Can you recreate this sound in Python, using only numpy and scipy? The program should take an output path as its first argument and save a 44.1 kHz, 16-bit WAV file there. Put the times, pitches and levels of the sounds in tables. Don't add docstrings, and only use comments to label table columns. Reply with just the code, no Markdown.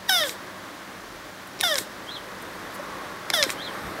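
import sys
import numpy as np
from scipy import signal
from scipy.fft import rfft, irfft
from scipy.io import wavfile

SR = 44100
rng = np.random.default_rng(int(sys.argv[2]) if len(sys.argv) > 2 else 0)


def master_out(mix):
    frames = np.transpose(np.atleast_2d(mix))
    ceiling = np.clip(frames, -1, 1)
    pcm = np.round(ceiling * 32767).astype(np.int16)
    wavfile.write(sys.argv[1], SR, pcm)


N = 176400
T = np.arange(N) / SR


def from_db(db):
    return 10 ** (np.asarray(db) / 20)


def rms_one(x):
    return x / np.sqrt(np.mean(x ** 2) + 1e-20)


def at_hz(points, hz):
    f, db = np.transpose(points)
    return np.interp(np.log(np.maximum(hz, 1)), np.log(f), db)


def filtered(x, hz, kind="low", order=2):
    sections = signal.butter(order, np.clip(hz, 10, SR / 2 - 500), kind, fs=SR, output="sos")
    return signal.sosfilt(sections, x + 1e-18)


def drift(rate_hz):
    return rms_one(filtered(rng.standard_normal(N + SR), rate_hz)[SR:])


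def noise(spectrum):
    gain = from_db(at_hz(spectrum, np.arange(N // 2 + 1) * SR / N))
    return rms_one(irfft(rfft(rng.standard_normal(N)) * gain, N))


def swell(s, rise, fall, power=2):
    return np.exp(-((T - s) / np.where(T < s, rise, fall)) ** power)


def phase_of(hz):
    return 2 * np.pi * np.cumsum(hz) / SR


def noise_band(edges_hz, order=2):
    return rms_one(filtered(rng.standard_normal(N), edges_hz, "band", order))


def smear(x, t60, edge_hz):
    t = T[:SR // 2]
    tail = filtered(rng.standard_normal(len(t)), edge_hz) * from_db(-60 * t / t60)
    return signal.fftconvolve(x, tail / np.sqrt(np.sum(tail ** 2)))[:N]


def traffic():
    # frequency in Hz, relative spectral density in dB.
    wash_spectrum = [(15, -46), (25, -18.5), (97, -9.5), (127, -8), (190, -3.5), (223, -5.5), (317, -0.5),
                     (416, -5), (607, -2), (695, -6), (962, -4.5), (1100, -2), (1260, -4.5), (1840, -5.5),
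                     (2760, -20), (3520, -16), (6920, -27.5), (13200, -11), (16000, -27)]
    # time in seconds, relative level in dB.
    wash_levels = [(0.0, -41.5), (0.36, -38.5), (1.17, -41), (2.65, -37), (2.85, -36.5), (3.32, -37),
                   (3.5, -35), (4.0, -33.5)]
    # frequency in Hz, level in dB, rms swing in dB.
    drones = [(191.3, -53.5, 2.2), (315, -77, 3.7), (100, -59, 2.2)]
    # centre and half-length in seconds, frequency in Hz, level in dB.
    rumbles = [(1.12, 0.19, 42, -58), (2.4, 0.93, 48.2, -63)]
    # centre and half-length in seconds, frequency and bandwidth in Hz, level in dB.
    whines = [(2.954, 0.28, 1103, 80, -41)]
    wash = filtered(noise(wash_spectrum), 6170)
    out = wash * from_db(np.interp(T, *np.transpose(wash_levels)) + .5 + .5 * drift(20))
    for hz, db, swing_db in drones:
        out += from_db(db + swing_db * drift(1)) * np.sin(phase_of(hz * (1 + .0057 * drift(4))))
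    for s, half, hz, db in rumbles:
        out += from_db(db) * swell(s, half, half) * np.sqrt(2) * np.sin(2 * np.pi * hz * T)
    for s, half, hz, width, db in whines:
        out += from_db(db) * swell(s, half, half) * noise_band((hz - width / 2, hz + width / 2), order=1)
    return out


def background():
    # frequency in Hz, relative spectral density in dB.
    hiss_spectrum = [(100, -48), (2000, 9.5), (4000, 5), (6000, 3.5), (9000, -4), (13500, -7), (16000, -5)]
    side_spectrum = [(30, -15), (300, -20), (580, 5), (1500, -24), (4500, -14), (8000, -43), (15000, -34)]
    return from_db(-48) * noise(hiss_spectrum), from_db(-66.5) * noise(side_spectrum)


def cry(air, s, length, start_hz, end_hz, bend, level_db, treble_db, dull_db, scale, hold,
        attack_s, accent_db):
    # frequency in Hz, gain in dB.
    colouring = [(500, -31.5), (630, -28), (668, -37), (703, -32.5), (780, -28), (1150, -38), (1440, -29.5),
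                 (1540, -24.5), (1630, -28.5), (1800, -23), (2050, -33.5), (2260, -35.5), (2400, -52),
                 (2720, -45.5), (3150, -29), (3650, -21.5), (3830, -30.5), (4020, -35), (4400, -49.5),
                 (4900, -32), (5800, -34.5), (6400, -44), (6950, -51.5), (7500, -62), (8400, -48),
                 (9250, -54), (10200, -42.5), (11800, -45), (12800, -47), (13700, -47), (16000, -56)]
    flip_ratio, flip_s, accent_s, release_s = .25, .0011, .0051, .018
    jitter, waver, shimmer_db, flutter_db, rasp_rad_per_khz = .0055, .0034, .6, 2.8, .075
    active = (T > s - .05) & (T < s + length + .06)
    t = T[active] - s
    progress = np.maximum(t / length, 0)
    since_flip = t + .00332
    hz = start_hz - (start_hz - end_hz) * progress ** bend
    hz *= 1 + flip_ratio * (1 - np.tanh(since_flip / flip_s / 2)) / 2
    hz *= 1 + jitter * drift(340)[active] + waver * drift(45.3)[active]
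    phase = phase_of(hz)
    fade = np.maximum(progress - hold, 0) / (1 - hold)
    gate = np.exp(np.minimum(since_flip, 0) / attack_s - np.maximum(t - length, 0) / release_s)
    accent = accent_db * np.exp(-(since_flip / accent_s) ** 2)
    effort_db = level_db + accent - 6.5 * fade + shimmer_db * drift(82)[active]
    tilt_db = treble_db - dull_db * progress - 3.5 * fade
    voice = 0
    for k in range(1, 29):
        unsteady = rms_one(filtered(rng.standard_normal((2, SR // 2)), 170))[:, -len(t):]
        flutter, shake = unsteady * (k * start_hz > 4300)
        db = effort_db + at_hz(colouring, k * hz / scale) + tilt_db * np.log2(k) + flutter_db * flutter
        rasp = rasp_rad_per_khz * k * hz / 1000 * shake
        harmonic = np.sqrt(2) * np.cos(k * phase + rasp + rng.uniform(0, 2 * np.pi))
        voice += from_db(db) * harmonic * (k * hz < SR / 2)
    leak = air[active] * (1 + .5 * np.cos(phase)) * from_db(level_db - 35 - 8 * progress)
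    out = np.zeros(N)
    out[active] = gate * (voice + leak)
    return out


def tortoise():
    # start and length in seconds, start and end pitch in Hz, exponent of the fall, gain in dB,
    # treble tilt and its loss over the cry in dB per octave, frequency scale of the colouring,
    # share held before the fade, attack in seconds, accent in dB.
    cries = [(0.0979, 0.18, 764, 509.4, 1.45, -0.5, 1.5, 3, 0.99, 0.66, 0.0056, 4),
             (1.639, 0.146, 735, 494.4, 1.1, -0.5, 0.14, 3, 0.99, 0.6, 0.0043, 5),
             (3.342, 0.122, 716, 507.5, 0.79, -1, 0.8, 5, 1.001, 0.78, 0.0039, 4)]
    # frequency in Hz, relative spectral density in dB.
    air_spectrum = [(400, -9), (1200, -13), (1800, -2), (2600, -10), (3700, 3), (4400, -1), (5500, -3),
                    (6500, -4), (7300, 0), (8600, 1.5), (9500, -3.5), (10400, -5), (11800, -4), (12800, -5),
                    (14000, -2), (16000, -16)]
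    # peak time, rise and fall in seconds, level in dB.
    puffs = [(0.29, 0.035, 0.044, -36.5), (1.788, 0.026, 0.042, -34), (3.512, 0.027, 0.024, -35)]
    air = noise(air_spectrum)
    breath = sum(from_db(db) * swell(s, rise, fall) for s, rise, fall, db in puffs)
    return sum(cry(air, *row) for row in cries) + air * breath


def garden(x, t60=.37):
    return smear(x, t60, edge_hz=5070)


def mouth_clicks():
    # start in seconds, gain in dB, low-pass edge in Hz.
    clicks = [(0.2364, -7.5, 3600), (0.2940, -11, 6000), (1.591, -23, 7000), (1.5978, -16, 5500),
              (1.6052, -15.5, 8000), (1.6107, -5.5, 15000), (1.6182, -20, 7000), (1.743, -15, 13100),
              (1.7562, -7, 6500), (1.7820, -10, 6500), (1.7838, -6, 6500), (1.7867, -11, 13000),
              (3.3013, -12.5, 12400), (3.3022, -2, 5870), (3.427, 1.5, 8000), (3.4308, 0, 4970),
              (3.4379, -6, 12000), (3.4392, -7, 6460), (3.449, -17, 7000), (3.494, 0, 2430),
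              (3.502, -8, 2800), (3.5037, -12, 10000)]
    # frequency in Hz, relative level in dB, time to decay by 60 dB in seconds.
    modes = [(1760, -27.5, 0.004), (2236, -10, 0.0059), (3870, -13, 0.0094), (5450, -7.5, 0.006),
             (7250, -9, 0.0039), (8980, -9, 0.0042), (11100, -10.5, 0.0042)]
    out, t = np.zeros(N), T[:SR // 20]
    crack_envelope = from_db(-11.5) * np.exp(-t / .00083) + from_db(-21) * np.exp(-t / .0076)
    for s, db, edge_hz in clicks:
        ring = 0
        for k, (hz, mode_db, t60) in enumerate(modes):
            decay = from_db(mode_db + rng.normal(0, 2.2) - 60 * t / t60)
            ring += (-1) ** k * decay * np.sin(2 * np.pi * hz * (1 + rng.normal(0, .03)) * t)
        crack = filtered(rng.standard_normal(len(t)) * crack_envelope, 1100, "high")
        i = int(s * SR)
        out[i:i + len(t)] += from_db(db) * filtered(ring + crack, edge_hz, order=4)
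    return out


def rocking():
    # centre and half-length in seconds, level in dB.
    scrapes = [(1.475, 0.005, -48), (2.425, 0.006, -46.5), (2.752, 0.012, -44.5)]
    thuds = [(3.865, 0.028, -39)]
    # start in seconds, level in dB, start and end pitch in Hz, rise time in seconds.
    knocks = [(1.601, -29.5, 497, 295, 0.0017), (1.809, -29.5, 487, 130, 0.0028),
              (2.794, -30, 607, 573, 0.0041), (3.303, -22.5, 1500, 250, 0.0012),
              (3.4635, -22.5, 620, 166, 0.00255)]
    out = np.zeros(N)
    for s, db, start_hz, end_hz, rise in knocks:
        age = np.clip((T - s) / rise, 0, 50)
        hz = end_hz + (start_hz - end_hz) * np.exp(-age / 2)
        out += from_db(db) * age * np.exp(1 - age) * np.sin(phase_of(hz * (age > 0)))
    for rows, band_hz in ((thuds, (55.4, 184)), (scrapes, (7400, 14500))):
        out += noise_band(band_hz) * sum(from_db(db) * swell(s, half, half) for s, half, db in rows)
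    return out


def bird():
    # centre in seconds, top pitch in Hz, level in dB.
    calls = [(2.128, 4197, -42.5), (3.638, 4180, -42)]
    drop_hz, arch_s, half_s = 1190, .032, .052
    whistle = 0
    for s, top_hz, db in calls:
        hz = top_hz - drop_hz * (1 - swell(s, arch_s, arch_s))
        hz *= 1 + .02 * drift(275)
        whistle += from_db(db) * swell(s, half_s, half_s, power=4) * np.sqrt(2) * np.sin(phase_of(hz))
    return whistle + from_db(-1.5) * garden(whistle, t60=.091) + from_db(-13) * garden(whistle)


def insect():
    # frequency in Hz, relative spectral density in dB.
    spectrum = [(7800, -23), (8500, 1), (9200, -23), (12400, -16), (13250, -3), (13900, -22), (16000, -35)]
    # centre and half-length in seconds, level in dB.
    buzzes = [(2.53, 0.15, -63), (3.815, 0.14, -57)]
    envelope = sum(from_db(db) * swell(s, half, half, power=4) for s, half, db in buzzes)
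    return noise(spectrum) * from_db(2 * drift(60)) * envelope


def scene():
    near = tortoise() + mouth_clicks() + rocking()
    far = bird() + insect() + traffic()
    hiss, side_noise = background()
    mid = near + from_db(-19.5) * garden(near) + far + hiss
    side = from_db(-53.5) * smear(near, t60=.01, edge_hz=SR / 2) + side_noise
    return np.array([mid + side, mid - side])


def record(dry):
    low_cut_hz, high_cut_hz, ceiling = 30, 15720, .92
    held = np.clip(filtered(dry, low_cut_hz, "high", order=4), -ceiling, ceiling)
    return signal.sosfiltfilt(signal.ellip(10, .1, 70, high_cut_hz, fs=SR, output="sos"), held)


dry = scene()
out = record(dry)
master_out(out)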